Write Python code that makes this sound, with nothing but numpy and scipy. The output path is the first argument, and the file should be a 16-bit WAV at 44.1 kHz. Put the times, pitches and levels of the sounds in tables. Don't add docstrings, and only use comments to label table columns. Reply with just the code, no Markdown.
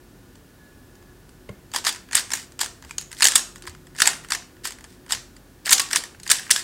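import sys
import numpy as np
from scipy import signal
from scipy.fft import rfft, irfft
from scipy.io import wavfile
from scipy.ndimage import uniform_filter1d

SR = 44100
rng = np.random.default_rng(int(sys.argv[2]) if len(sys.argv) > 2 else 0)


def dump(signal):
    limited = np.clip(np.atleast_2d(signal).T, -1, 1)
    pcm = np.round(limited * 32767).astype(np.int16)
    wavfile.write(sys.argv[1], SR, pcm)


def amplitude_ratio(level_db):
    exponent = np.asarray(level_db, float) / 20
    return 10 ** exponent


N = 292383

# [f/Hz, level/dB per Hz]
AIR_SPECTRUM = [(15, -39), (25, 4.5), (53, -3), (70, -1), (114, -1.5), (149, -2.5), (170, -9.5),
                (256, -2.5), (463, -11), (624, -15.5), (1440, -20.5), (1560, -20.5), (1740, -15.5),
                (1940, -24), (16000, -30.5)]
# [f/Hz, width/Hz, rms level/dB]
MACHINE_HUMS = [(183.2, 6, -62.5), (256.4, 9.1, -66), (360, 3.55, -61.5), (1460, 30, -71)]
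# [t/s, level/dB]
WHINE_LEVEL = [(.3, -72), (.45, -76), (.5, -80), (.515, -63), (.55, -80), (.585, -78), (.6, -59),
               (.68, -59), (.74, -66), (.76, -76), (.78, -62), (.87, -66), (.93, -72), (.96, -64),
               (.99, -74), (1.025, -62), (1.05, -80), (1.09, -63), (1.14, -70), (1.21, -78), (1.24, -65),
               (1.27, -76), (1.4, -78)]
# [t/s, level/dB]
DRONE_LEVEL = [
    (2.8, -68),
    (3.05, -55),
    (3.3, -65),
    (3.68, -66),
    (3.78, -53.5),
    (4.3, -57),
    (4.55, -63.5),
]
# [t/s, level/dB]
RUMBLE_LEVEL = [
    (0, -62),
    (1.2, -55.5),
    (2.4, -62),
    (3.5, -55),
    (4.4, -62),
    (5.3, -53),
    (5.8, -62.5),
    (6.63, -71),
]
# [f/Hz, t60/s]
ROOM_DECAY = [(400, 0.3), (1300, 0.4), (3200, 0.11), (5500, 0.33), (7500, 0.11), (9500, 0.093),
              (12000, 0.043), (15000, 0.12)]
# [t/s, peak level/dB, f/Hz, t60/s]
DESK_TAPS = [(1.4903, -36, 2120, 0.041), (1.4905, -43, 3100, 0.026), (1.4905, -44, 3650, .015),
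             (1.492, -40, 1430, .04), (1.4955, -23, 109, 0.066), (1.4945, -34.5, 199, 0.18),
             (1.4915, -26.5, 433, 0.029), (1.492, -34, 580, 0.064), (1.492, -43, 1070, 0.071),
             (2.841, -35, 67, 0.17), (3.64, -40.5, 360, 0.23), (3.678, -30.5, 83.7, 0.17),
             (5.141, -39, 90, 0.19)]
# [t/s, peak level/dB, f/Hz, t60/s]
PIECE_PINGS = [(1.866, -11.5, 4720, 0.015), (1.889, -19, 4730, 0.044), (3.2525, -8.5, 4230, .012),
               (5.7076, -19, 8500, .008), (2.1529, -0.5, 8170, 0.013), (2.909, -23.5, 2470, 0.015),
               (2.9822, -13, 6590, 0.015), (2.9825, -18.5, 7200, 0.011), (5.8, -33.5, 1112, 0.31),
               (6.5615, -10, 1670, 0.017), (6.2645, -27, 1750, 0.016), (6.314, -8, 1667, 0.026)]
# [start t/s, level/dB, length/s]
LAYER_TURNS = [(1.73, -31.5, 0.065), (1.85, -23.5, 0.055), (2.136, -28, 0.087), (2.3, -41, 0.16),
               (2.6, -28, 0.037), (2.86, -53.5, 0.061), (3.155, -42, 0.11), (3.55, -54, 0.03),
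               (3.665, -34, 0.018), (3.968, -33, 0.097), (4.308, -54, .07), (4.633, -32.5, 0.065),
               (4.866, -55.5, 0.11), (5.087, -32.5, 0.067), (5.646, -32.5, 0.08), (5.796, -56, 0.079),
               (5.899, -35, 0.045), (5.947, -30.5, 0.048), (6.251, -43, 0.027), (6.33, -36, 0.054),
               (6.43, -47, 0.044), (6.51, -33, 0.12)]
# [f/Hz, width/Hz, level/dB]
BODY_MODES = [(463, 300, -19.5), (949, 203, 8), (1154, 1060, 1.5)]
# [f/Hz, width/Hz, level/dB]
HOLLOW_MODES = [(1540, 720, -4), (1794, 360, 9), (2625, 1500, -10.5)]
# [f/Hz, width/Hz, level/dB]
SHELL_MODES = [(3020, 590, -6.5), (3680, 420, -1), (4620, 620, 0), (5300, 900, 0)]
# [f/Hz, width/Hz, level/dB]
EDGE_MODES = [(6770, 1490, 0), (7456, 1230, 3), (8500, 1420, -1.5), (10600, 2000, -5.5),
              (11890, 3600, -10.5)]
# [t/s, level/dB]
GRIP_BOOM = [(1.75, 13), (1.87, 6.5), (2.15, 0.5), (2.34, 4), (2.6, 10), (2.95, 8.5), (3.25, 1.5),
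             (3.36, 5), (3.6, 8.5), (4.02, 1), (4.08, -1), (4.32, 1.5), (4.67, 5.5), (5.1, 7), (5.72, 1.5),
             (5.8, 1.5), (5.95, 2), (6.3, 0.5), (6.5, 1)]
# [t/s, peak level/dB, hollow level/dB]
FINGER_BRUSHES = [(.355, -47, -2), (.954, -49.5, -7), (1.026, -49, 8), (1.293, -46.5, -2), (1.4928, -43, 3),
                  (1.717, -40, -4), (2.0882, -45, 12), (2.1116, -34, 7), (2.2945, -39, 4), (2.521, -42, -2),
                  (2.8245, -39, 1), (4.567, -50, 9), (2.8483, -39, 2), (2.8951, -42, 3), (3.148, -42, -12),
                  (5.0634, -44, 2), (3.6536, -40, 7), (3.7493, -39.5, 7), (3.8695, -44, 3), (3.95, -41, 5),
                  (4.2382, -44, 4), (4.4232, -40, 12), (4.7863, -40.5, 6), (4.8085, -41, 2),
                  (5.0813, -45, 9), (5.3656, -42.5, -1), (6.148, -42.5, 13), (6.1992, -37.5, -2),
                  (6.467, -35.5, 16), (6.4955, -30.5, 19)]
# [t/s, peak level/dB, hollow level/dB]
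LOOSE_TICKS = [(1.926, -29.5, -14), (1.9483, -33, 3), (1.9604, -32.5, 3), (2.305, -27, 1), (2.3725, -31, 4),
               (2.3983, -33.5, -7), (2.6608, -27, -1), (2.91, -29.5, 0), (3.0125, -33.5, -3),
               (3.1165, -33, -3), (3.129, -30, 0), (3.1883, -33, -2), (3.2, -28.5, -1), (3.559, -33.5, 1.5),
               (3.6229, -36.5, -3), (3.6742, -28, 12), (3.9644, -36.5, -9), (4.133, -27.5, 3.5),
               (4.2474, -34, 10), (4.287, -37.5, -1), (4.7074, -30.5, -1), (4.7217, -32, -3),
               (4.842, -36, 1), (5.0978, -33, 9), (5.1493, -25.5, 0.5), (5.7768, -35, -16),
               (5.8883, -34, -6), (6.2333, -33, -11), (6.2774, -25, -18), (6.3676, -26, -15)]
# [t/s, peak level/dB, hollow level/dB, edge level/dB]
PIECE_CLICKS = [(1.8426, -29, -1, 0), (2.1232, -30, -3, 5), (2.8394, -43, 3, -3), (3.0074, -38, -7, 5),
                (3.0218, -39, 2, 9), (3.11, -47, 3, -6), (3.1683, -38, -9, -5), (3.5653, -51, -4, 4),
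                (3.5818, -45, -3, 7), (3.6387, -43, -3, -8), (3.6816, -34, -5, -4), (3.696, -38, -4, 8),
                (3.958, -39.5, 7, -6), (4.8482, -42, 5, -5), (5.172, -38, -2, 0), (5.6535, -33, -7, 0),
                (5.8398, -32, -8, -1), (5.855, -40, 0, 1), (5.866, -37, -1, -2), (5.9075, -32, 2, 2),
                (5.925, -29, 1, 5), (6.055, -39, 0, 0), (6.2935, -22.5, -3, -4), (6.408, -36, -3, -2),
                (6.4323, -36, -2, -6), (6.4784, -40, 3, 3), (6.4866, -45, 1, 5)]
# [t/s, peak level/dB, hollow level/dB, contact/ms]
NEIGHBOUR_RATTLES = [(1.7373, -25.5, -3, 1.2), (1.7468, -21.5, -1, 1.7), (1.8924, -19, -0.5, 1.3),
                     (2.1638, -22, -1, 3.8), (2.1694, -16, -7, 1.5), (2.1938, -22, -8, 1.6),
                     (2.605, -24.5, -11.5, 2.2), (2.632, -21, -3, 0.4), (2.644, -26.5, -8, 2.9),
                     (3.2073, -17, 1, 0.33), (3.3125, -21.5, -10, 2), (3.3932, -23, -2, .8),
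                     (3.9869, -24.5, 1.5, 1.9), (4.0687, -17, -14, 0.55), (4.088, -26.5, 6, 0.65),
                     (5.108, -23, 3, 1.5), (5.698, -21.5, -4, 0.73), (5.9115, -22, 2, 1.2),
                     (5.948, -24, 8, 2.5), (5.9542, -24, -25, .8), (5.9651, -18.5, 8, 1.8),
                     (6.0379, -26, 1, 2), (6.2654, -28.5, 13, .9), (6.3302, -24.5, 4, 1.5),
                     (6.3486, -37.5, -10, 1.7), (6.395, -28.5, 2, 2), (6.592, -27.5, -12, .8)]
# [t/s, peak level/dB, hollow level/dB, edge level/dB, contact/ms]
LAYER_GRINDS = [(1.7777, -29, 0, 3.0, 0.4), (1.8686, -13.5, -0.5, 1, 2.4), (3.2542, -5, -6, 3, 0.63),
                (3.3568, -5.0, -3.0, 9, 2.9), (4.0747, -5.5, 1, 6, 0.7), (4.0817, -18.5, -5.0, 3, 0.7),
                (5.7292, -3, -15, 4.5, 2.6), (5.8023, -14.0, -5, -4, 1.1), (5.9604, -9, -6, 3, 0.8),
                (6.3183, -4.5, -6, 8, 0.35), (6.5196, -13.0, -26, -13, 0.67), (6.5626, -14, -9, -1.5, 0.48)]
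# [t/s, peak level/dB, hollow level/dB, edge level/dB, contact/ms]
CORNER_JAMS = [(1.8861, -29, 8, -16, 2.8), (2.1842, -22, -1, -16, 4.2), (2.3193, -22, -5, -0.5, 2.5),
               (2.3534, -25, -1.5, 6, 2.4), (2.3591, -28.5, -3, 5.5, 1.8), (2.6141, -15, -7, 3.5, 1.4),
               (3.2285, -10, -10, -2.5, 2.8), (3.3364, -26, -3, -15, 1.3), (3.362, -12, -15.5, -3, 2.3),
               (4.0065, -21, -1, -9, 0.63), (4.0241, -18, -4, 16.5, 1.1), (4.0581, -14.5, 0.0, 3, 1.6),
               (4.106, -29, -2, -2, 1.7), (4.3064, -21.5, 0.0, 4, 3.1), (4.3351, -22, -5, -1, 2.3),
               (4.3504, -20.5, -2.0, 1.5, 2.7), (4.6541, -22, -1, 3, 2.7), (4.6734, -24.5, -3, 6.5, 2.2),
               (5.1335, -21, -5, -6, 2.4), (5.6766, -21, 5, -1.0, 2.3), (5.7329, -16, -2, -15, 1.8),
               (5.75, -23, -10, -9, 1.9), (5.7828, -16.5, -10, -1.0, 1.6), (5.8185, -21.5, -7, 11, 1.3),
               (5.9714, -19.0, -17, -1, 2.1), (6.3065, -12, -1, 6, 2.3), (6.3873, -28, -6, -10, 2.3),
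               (6.5124, -4, -7.0, 7, 1.5), (6.5778, -38, -9, 15, 1.6)]
# [t/s, peak level/dB, hollow level/dB, edge level/dB, contact/ms]
LAYER_SNAPS = [(1.7614, -14.0, -6.5, 0.5, 0.87), (1.786, -27, -7, -1.5, 1.1), (1.8492, -20, -3.5, 2, 4.1),
               (2.1303, -20.5, 1, 2.5, 3), (2.1487, -18.5, -3, -13, 2.4), (2.1529, -8, 0, 13, 0.47),
               (2.1776, -17.5, -6, -5, 1.5), (2.3351, -14.5, 2, 9, 1.9), (2.592, -25.5, -5, 2, 1.5),
               (2.9822, -22.5, -12, 0.5, 1.3), (3.2222, -7, 1, 1.5, 0.65), (3.2423, -7, -7.0, 8, 3.7),
               (3.264, -11, -3, 3, 2.5), (3.27, -7.5, -16, 4, 1.6), (3.2845, -10, -5, 4.5, 0.66),
               (3.3203, -18.0, -3, 4.5, 0.79), (3.3796, -16.5, -6, 9.5, 1.3), (3.9974, -26, 1.0, 8, 1.3),
               (4.0021, -13, 2.0, 6, 2.8), (4.0193, -4.5, -5, -1, 1.06), (4.3211, -11.0, -3, -2.0, 0.46),
               (5.1217, -11.5, -11.5, 1.5, 2), (5.6585, -21.5, -12.0, -0.5, 0.9),
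               (5.6665, -20.5, 6.0, 6.5, 1.5), (5.6934, -13.5, -6.5, 1.5, 1.4),
               (5.7076, -13.5, -6, 12, 0.7), (5.7127, -12.0, -1.5, 4, 3.4), (5.7233, -7.5, 8, 16, 0.77),
               (5.7964, -12.5, 2, 7.5, 1.8), (5.9308, -13, -3.5, -2, 2), (6.3002, -13.5, -7, 4.5, 2.5),
               (6.3138, -4, -10.5, 1, 0.82), (6.5058, -12, -5.5, 1.5, 3.1)]

AIR_DB = -50
WHINE_HZ, DRONE_HZ, RUMBLE_HZ = 1701, 150, 45
ROOM_DB, ROOM_GAP_S = -12.5, 0.0072
POSES_PER_S = 70
SIZE, LEAD_S = 2048, 0.012
DULL_HZ = 15300
TICK_MS, BRUSH_MS, CONTACT_SCATTER_DB = 0.38, 1, 0.8
RATTLE_EDGE_DB, TICK_EDGE_DB, BRUSH_EDGE_DB = 3, 4.5, 3.5
SNAP_RISE_MS, JAM_RISE_MS, GRIND_RISE_MS, LIGHT_RISE_MS = 0.15, 2.6, 1.3, 0.25
LOW_HZ, TOP_HZ = 38, 15800


def level(x, db):
    return x * amplitude_ratio(db) / np.sqrt(np.mean(x ** 2))


def curve(table):
    s, db = np.transpose(table)
    return amplitude_ratio(np.interp(np.arange(N) / SR, s, db, left=-120, right=-120))


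def frequencies(size):
    return np.arange(1, size // 2 + 2) * SR / size


def rings(modes, hz, detune=0.0, scatter_db=0.0, count=1):
    f, width, db = np.transpose(modes)
    chance = rng.standard_normal((count, 2, len(f)))
    f = f * (1 + detune * chance[:, 0])
    gain = amplitude_ratio(db + scatter_db * chance[:, 1])
    response = 0
    for k in range(len(width)):
        centre = f[:, k, None]
        off_tune = (hz / centre - centre / hz) * centre / width[k]
        response = response + (-1) ** k * gain[:, k, None] / (1 + 1j * off_tune)
    return response


def through(x, response):
    return irfft(rfft(x) * response, x.shape[-1])


def walk(rate):
    k = int(SR / rate)
    held = np.repeat(rng.standard_normal(N // k + 1), k)
    return 0.21 * uniform_filter1d(uniform_filter1d(held, k), k)[:N]


def add(out, s, rows):
    for start, row in zip((s * SR).astype(int), rows):
        out[start:start + len(row)] += row[:N - start]
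    return out


def air():
    f, db = np.transpose(AIR_SPECTRUM)
    shape = amplitude_ratio(np.interp(np.log(frequencies(N)), np.log(f), db))
    return level(through(rng.standard_normal(N), shape), AIR_DB) * amplitude_ratio(0.18 * walk(0.69))


def machine_tone(f, flicker_db=2.8, rate=7):
    phase = 2 * np.pi * np.cumsum(f * (1 + 0.002 * walk(7.7))) / SR
    return np.sqrt(2) * amplitude_ratio(flicker_db * walk(rate)) * np.sin(phase)


def machines():
    out = np.zeros(N)
    for f, width, db in MACHINE_HUMS:
        narrow = rings([(f, width, 0)], frequencies(N))[0] ** 2
        out += level(through(rng.standard_normal(N), narrow), db)
    out += curve(WHINE_LEVEL) * machine_tone(WHINE_HZ, flicker_db=-3, rate=12)
    out += curve(DRONE_LEVEL) * machine_tone(DRONE_HZ)
    return out + curve(RUMBLE_LEVEL) * machine_tone(RUMBLE_HZ)


def room(x, count=4):
    t, hz = np.arange(8 * SIZE) / SR, frequencies(8 * SIZE)
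    out = 0
    for k in range(count):
        echoes = np.zeros(len(t))
        for f, t60 in ROOM_DECAY:
            band = rings([(f, 0.98 * f, 0)], hz)[0]
            echoes += through(rng.standard_normal(len(t)), band) * amplitude_ratio(-60 * t / t60)
        echoes *= 1 - np.exp(-(t / ROOM_GAP_S) ** 2)
        echoes *= amplitude_ratio(ROOM_DB) / np.sqrt((echoes ** 2).sum())
        away = (np.arange(N) * POSES_PER_S / SR - k) % count - 1
        pose = np.cos(np.pi / 2 * np.clip(away, -1, 1))
        out = out + signal.fftconvolve(x * pose, echoes)[:N]
    return out


def strikes(table):
    s, db, hz, t60 = (c[:, None] for c in np.transpose(table))
    t = np.arange(4 * SIZE) / SR
    waver = np.cumsum(rng.standard_normal((len(s), len(t))), axis=1) * 3.6e-5 * hz
    onset = 1 - np.exp(-t * hz * 2)
    blows = amplitude_ratio(db - 60 * t / t60) * onset * np.sin(2 * np.pi * hz * t + waver)
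    return add(np.zeros(N), s[:, 0], blows)


def slide():
    t, hz = np.arange(N) / SR, frequencies(N)
    strength = amplitude_ratio(1.6 * rng.exponential(size=N) + 4.5 * walk(150))
    ticks = rng.standard_normal(N) * (rng.random(N) < 0.1) * strength
    pieces = amplitude_ratio(-6.5) * rings(HOLLOW_MODES, hz) + rings(SHELL_MODES, hz) + amplitude_ratio(-0.5) * rings(EDGE_MODES, hz)
    moving = np.zeros(N)
    for s, db, length in LAYER_TURNS:
        moving += amplitude_ratio(db) * np.clip((t - s) * (s + length - t), 0, 1) * 4 / length ** 2
    return level(through(ticks, pieces[0]), 0) * moving


def contacts():
    rows = [(*row, SNAP_RISE_MS) for row in LAYER_SNAPS]
    rows += [(*row, JAM_RISE_MS) for row in CORNER_JAMS]
    rows += [(*row, GRIND_RISE_MS) for row in LAYER_GRINDS]
    light = [(s, db, hollow_db, RATTLE_EDGE_DB, ms) for s, db, hollow_db, ms in NEIGHBOUR_RATTLES]
    light += [(*row, TICK_MS) for row in PIECE_CLICKS]
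    light += [(*row, TICK_EDGE_DB, TICK_MS) for row in LOOSE_TICKS]
    light += [(*row, BRUSH_EDGE_DB, BRUSH_MS) for row in FINGER_BRUSHES]
    return np.transpose(rows + [(*row, LIGHT_RISE_MS) for row in light])


def ring_pieces(push, weights, detune, scatter_db, size):
    count, hz = len(push), frequencies(SIZE)
    colour = 0
    for weight, modes in zip(weights, (BODY_MODES, HOLLOW_MODES, SHELL_MODES, EDGE_MODES)):
        part = rings(modes, hz, detune, scatter_db, count)
        colour = colour + weight * part / np.sqrt((np.abs(part) ** 2).sum(axis=1, keepdims=True))
    colour = colour / (1 + 1j * hz / DULL_HZ) ** 2
    if size > 1:
        colour = np.sqrt(uniform_filter1d(np.abs(colour) ** 2, size, axis=1))
    push = push * rng.standard_normal((count, SIZE))
    even = np.sqrt(uniform_filter1d(np.abs(rfft(push)) ** 2, size=90, axis=1))
    return through(push, colour / even)


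def knocks():
    s, peak_db, hollow_db, edge_db, ms, rise_ms = (c[:, None] for c in contacts())
    ms = ms * amplitude_ratio(CONTACT_SCATTER_DB * rng.standard_normal(ms.shape))
    width = np.clip(ms, 0.25, 5) / 1000
    t = np.arange(SIZE) / SR - LEAD_S
    before, after = np.minimum(t, 0), np.maximum(t, 0)
    contact = np.exp(-(before * 1000 / np.maximum(rise_ms, 0.05)) ** 2 - after / (1.7 * width))
    approach = (1 + before / LEAD_S) * np.exp(before * 1000 / (3 * rise_ms + 0.5))
    scrape = amplitude_ratio(-9.5) * approach * np.exp(-after / 0.0075)
    boom_db = hollow_db - 10.0 + np.interp(s, *np.transpose(GRIP_BOOM))
    weights = amplitude_ratio(boom_db), amplitude_ratio(hollow_db), 1, amplitude_ratio(edge_db)

    knock = ring_pieces(contact + scrape, weights, detune=0.034, scatter_db=1.5, size=1)
    loudest = uniform_filter1d(knock ** 2, size=60, axis=1).max(axis=1, keepdims=True)
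    knock *= amplitude_ratio(peak_db) / np.sqrt(loudest)
    tail = np.broadcast_to((t > 0) * np.exp(-after / 0.012), knock.shape)
    blur = ring_pieces(tail, weights, detune=0.027, scatter_db=-1.5, size=130)
    blur *= np.sqrt((knock ** 2).sum(axis=1, keepdims=True) / (blur ** 2).sum(axis=1, keepdims=True))
    start = s[:, 0] - LEAD_S - 0.0003
    return add(np.zeros(N), start, knock), add(np.zeros(N), start, blur)


def scene():
    background = air() + machines()
    direct, blurred = knocks()
    rest = strikes(DESK_TAPS) + strikes(PIECE_PINGS) + slide()
    return (direct + rest + room(blurred + rest) + background)[None]


def low_pass(x):
    return signal.sosfilt(signal.butter(12, 16620, fs=SR, output="sos"), x)


def record(dry):
    cut = signal.sosfilt(signal.butter(4, LOW_HZ, "high", fs=SR, output="sos"), dry)
    cut = signal.sosfilt(signal.ellip(8, 0.2, 40, TOP_HZ, fs=SR, output="sos"), cut)
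    return low_pass(np.clip(cut, -1, 1))


dry = scene()
out = record(dry)
dump(out)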